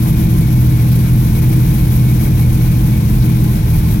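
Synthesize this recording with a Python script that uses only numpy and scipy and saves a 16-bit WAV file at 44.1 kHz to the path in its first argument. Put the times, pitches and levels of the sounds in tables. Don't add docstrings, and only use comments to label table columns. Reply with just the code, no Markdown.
import sys
import numpy as np
from scipy import signal
from scipy.fft import rfft, irfft
from scipy.io import wavfile
from scipy.ndimage import uniform_filter1d, minimum_filter1d

SR = 44100
rng = np.random.default_rng(int(sys.argv[2]) if len(sys.argv) > 2 else 0)


def wav_record(signal):
    frames = np.transpose(np.atleast_2d(signal))
    bounded = np.clip(frames, -1, 1)
    quanta = np.round(bounded * 32767).astype(np.int16)
    wavfile.write(sys.argv[1], SR, quanta)


N = 176400
TIME, FREQS = np.arange(N) / SR, np.fft.rfftfreq(N, 1 / SR)
CYLINDERS = 8


def amp(db):
    return 10 ** (np.asarray(db) / 20)


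def unit(x):
    return x / np.sqrt(np.mean(x ** 2) + 1e-20)


def curve(table, column=1):
    table = np.array(table, float)
    return np.interp(np.log(FREQS + 1), np.log(table[:, 0]), table[:, column])


def swell(table):
    db = np.interp(TIME, *np.transpose(table))
    return db - db.mean()


def drift(hz):
    return unit(irfft(rfft(rng.standard_normal(N)) / (1 + (FREQS / hz) ** 4), N))


def strokes(turns):
    return np.flatnonzero(np.diff(np.floor(turns * CYLINDERS / 2)))


def bursts(clicks, decay_s):
    envelope = signal.lfilter([1], [1, -np.exp(-1 / (decay_s * SR))], clicks)
    return envelope * rng.standard_normal(N)


def tones(cycles, table, waver):
    total = np.zeros(N)
    for multiple, db in table:
        envelope = np.sqrt(2) * amp(db) * (1 + waver * drift(2.6))
        total += envelope * np.cos(2 * np.pi * (multiple * cycles + rng.random()))
    return total


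def pair(left, other, coherence, delay_s=.00044):
    delayed = left * np.exp(-2j * np.pi * FREQS * delay_s)
    return np.array([left, coherence * delayed + np.sqrt(1 - coherence ** 2) * other])


def exhaust_drone(turns):
    # (order [multiple of crank speed], level [dB])
    orders = [(3, -31.5), (3.5, -27.5), (4, -28), (5, -26), (6, -23), (7, -31), (8, -21), (8.5, -37),
              (9, -14.5), (10, -25), (11, -30.5), (11.5, -25.5), (12, -22), (12.5, -47), (14, -27.5),
              (16, -41), (17, -39.5), (18, -41), (20, -38.5), (22, -34), (23, -31), (25, -60)]
    # (time [s], relative level [dB])
    effort = [(0, -8.5), (.9, -9), (2.4, -8.5), (4, -11.5)]
    return amp(swell(effort)) * tones(turns, orders, waver=.26)


def firing_rumble(turns, spread=.3, jitter_s=.0007):
    # (frequency [Hz], relative gain [dB])
    response = [(25, -52.5), (35, -31.5), (46, -35), (62, -36.5), (95, -44), (115, -36.5), (160, -37.5),
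                (185, -46), (225, -43.5), (265, -55), (310, -51), (345, -58.5), (410, -55.5), (460, -66),
                (900, -89)]
    firings = strokes(turns)
    strength, lateness = rng.standard_normal((len(firings), 2)).T
    jittered = np.clip(firings + (lateness * jitter_s * SR).astype(int), 0, N - 1)
    even, uneven = np.zeros(N), np.zeros(N)
    even[firings] = 1
    uneven[jittered] = 1 + spread * strength
    puffs = .081 * bursts(even, decay_s=.022)
    flow = .046 * rng.standard_normal(N)
    drive = uneven - even + puffs + flow
    log_gain = np.log(amp(curve(response)))
    mirrored = np.r_[log_gain, log_gain[-2:0:-1]]
    minimum_phase = np.exp(np.conj(signal.hilbert(mirrored)))[:len(log_gain)]
    return amp(-16) * unit(irfft(rfft(drive) * minimum_phase, N))


def fan(turns):
    # (order [multiple of crank speed], level [dB])
    orders = [(15.12, -24.5)]
    return tones(turns, orders, waver=.16)


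def hum():
    # (frequency [Hz], level [dB])
    partials = [(463, -48), (490.5, -48)]
    return tones(TIME, partials, waver=.32)


def cabin(bass, lead_s=.00031, cutoff_hz=33, fade_s=.006):
    # (frequency [Hz], left minus right [dB])
    balance = [(60, -1.8), (95, -.5), (140, 0), (210, .8), (330, 2.8)]
    half = amp(curve(balance) / 2) * np.exp(1j * np.pi * FREQS * lead_s)
    heard = signal.sosfilt(signal.butter(4, cutoff_hz, "high", fs=SR, output="sos"), bass)
    soft_ends = signal.windows.tukey(N, 2 * fade_s * SR / N)
    return irfft(rfft(heard * soft_ends) * np.array([half, 1 / half]), N)


def valves(turns, spread_db=1, decay_s=.0063):
    # (frequency [Hz], bandwidth [Hz], relative level [dB])
    modes = [(830, 36, 2), (1050, 80, -3), (1510, 120, -8), (2220, 18, 6), (2415, 34, 1), (3315, 54, -8),
             (3820, 120, -10)]
    closings = strokes(turns)
    clicks = np.zeros(N)
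    clicks[closings] = amp(spread_db * rng.standard_normal(len(closings)))
    metal = sum(amp(db) / (1 + 2j * (FREQS - hz) / width) for hz, width, db in modes)
    ticks = pair(rfft(bursts(clicks, decay_s)), rfft(bursts(clicks, decay_s)), coherence=.5)
    rasp = amp(-39.5 + 1.5 * drift(hz=20))
    pan = amp([[0], [-3]])
    return rasp * pan * unit(irfft(ticks * metal, N))


def hiss(turns, cutoff_hz=375, sizzle_hz=8000):
    # (frequency [Hz], relative level left [dB], relative level right [dB])
    spectrum = [(494, -59, -65), (695, -64, -62), (890, -61, -78.5), (1020, -66.5, -61), (1215, -68, -78),
                (1460, -69, -68), (1760, -70.5, -71), (2490, -70, -72), (2660, -73, -75.5),
                (3200, -70.5, -77), (3900, -71, -83.5), (4800, -73, -131), (5740, -71, -143),
                (7360, -76, -114), (9020, -74.5, -85), (10450, -68.5, -75), (12500, -68.5, -68),
                (17000, -72.5, -75.5)]
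    # (frequency [Hz], coherence [0-1])
    coherence = [(500, 0.38), (1100, 0.25), (2500, 0.37), (5000, 0.14), (14000, 0.15)]
    cycle = [-1.7, 0.045, -1.4, 0.063, 1, 0.27, 1.2, -0.51, -0.88, 0.72, 0.57, 1.7, -0.37, -0.97, 0.86,
             -0.7]
    # (time [s], relative level [dB])
    treble = [(0.0, -37.5), (0.08, -31.5), (0.15, -38), (0.22, -33), (0.28, -41), (0.31, -34.5),
              (0.5, -38.5), (0.51, -35.5), (0.72, -35.5), (0.77, -37), (0.82, -33.5), (0.86, -38.5),
              (0.92, -32), (0.95, -36), (1.9, -33.5), (1.93, -31), (2.08, -39), (2.09, -36), (2.26, -33),
              (2.31, -40), (2.41, -33), (2.51, -38), (2.53, -31.5), (2.58, -39), (2.65, -33), (2.71, -38),
              (2.91, -35.5), (2.93, -39), (3.06, -36), (3.58, -37.5), (3.6, -41.5), (3.79, -31),
              (3.81, -40), (3.93, -32), (3.97, -39), (4.0, -37)]
    high_pass = 1 - 1 / (1 + (FREQS / cutoff_hz) ** 4)
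    colour = amp([curve(spectrum, column=1), curve(spectrum, column=2)]) * high_pass
    air = pair(*rfft(rng.standard_normal((2, N))), curve(coherence)) * colour
    throb_db = np.interp(turns / 2, np.arange(len(cycle)) / len(cycle), cycle, period=1)
    flutter_db = 1.25 * drift(hz=32)
    swing_db = throb_db + swell(treble) + flutter_db
    low_pass = 1 / (1 + (FREQS / sizzle_hz) ** 4)
    body = irfft(air * low_pass, N) * amp(.3 * swing_db)
    sizzle = irfft(air * (1 - low_pass), N) * amp(swing_db)
    return amp(-28.5) * unit(body + sizzle)


def surging(rumble, below_hz=72, width_s=.05):
    # (time [s], peak gain [dB])
    surges = [(.46, 10), (1.17, 1), (2.12, 0), (3.13, 12), (3.78, 9)]
    deep = signal.sosfiltfilt(signal.butter(2, below_hz, fs=SR, output="sos"), rumble)
    gain_db = sum(db * np.exp(-((TIME - at) / width_s) ** 2) for at, db in surges)
    return rumble + deep * (amp(gain_db) - 1)


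def rattles(width_s=.02, centre_hz=4600, half_band_hz=1100):
    # (time [s], level on the left [dB])
    shivers = [(.93, -38), (2.65, -51), (3.22, -34)]
    envelope = sum(amp(db) * np.exp(-((TIME - at) / width_s) ** 2) for at, db in shivers)
    band = 1 / (1 + ((FREQS - centre_hz) / half_band_hz) ** 4)
    grit = irfft(rfft(rng.standard_normal((2, N))) * band, N)
    pan = amp([[0], [-12]])
    return envelope * pan * unit(grit)


def scene():
    # (time [s], crank speed [rev/min])
    idle = [(0, 832), (.25, 838), (.6, 830), (1, 833), (1.5, 840), (2, 832), (2.7, 829), (3, 833),
            (3.5, 819), (4, 803)]
    lope = 1 + .003 * drift(hz=5)
    rpm = np.interp(TIME, *np.transpose(idle)) * lope
    turns = np.cumsum(rpm) / 60 / SR
    machinery = fan(turns) + hum()
    bass = exhaust_drone(turns) + surging(firing_rumble(turns)) + machinery
    return cabin(bass) + valves(turns) + hiss(turns) + rattles()


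def record(dry):
    threshold_db, slope, makeup_db = -4.5, .57, .61
    hold_s, smooth_s, edge_hz = .012, .014, 16050
    peak = -minimum_filter1d(-abs(dry).max(0), int(hold_s * SR))
    over_db = np.maximum(20 * np.log10(peak + 1e-9) - threshold_db, 0)
    duck_db = slope * uniform_filter1d(over_db, int(smooth_s * SR))
    held = dry * amp(makeup_db - duck_db)
    low_pass = signal.firwin(1023, edge_hz, window=("kaiser", 9), fs=SR)
    return signal.oaconvolve(held, low_pass[None], "same")


dry = scene()
out = record(dry)
wav_record(out)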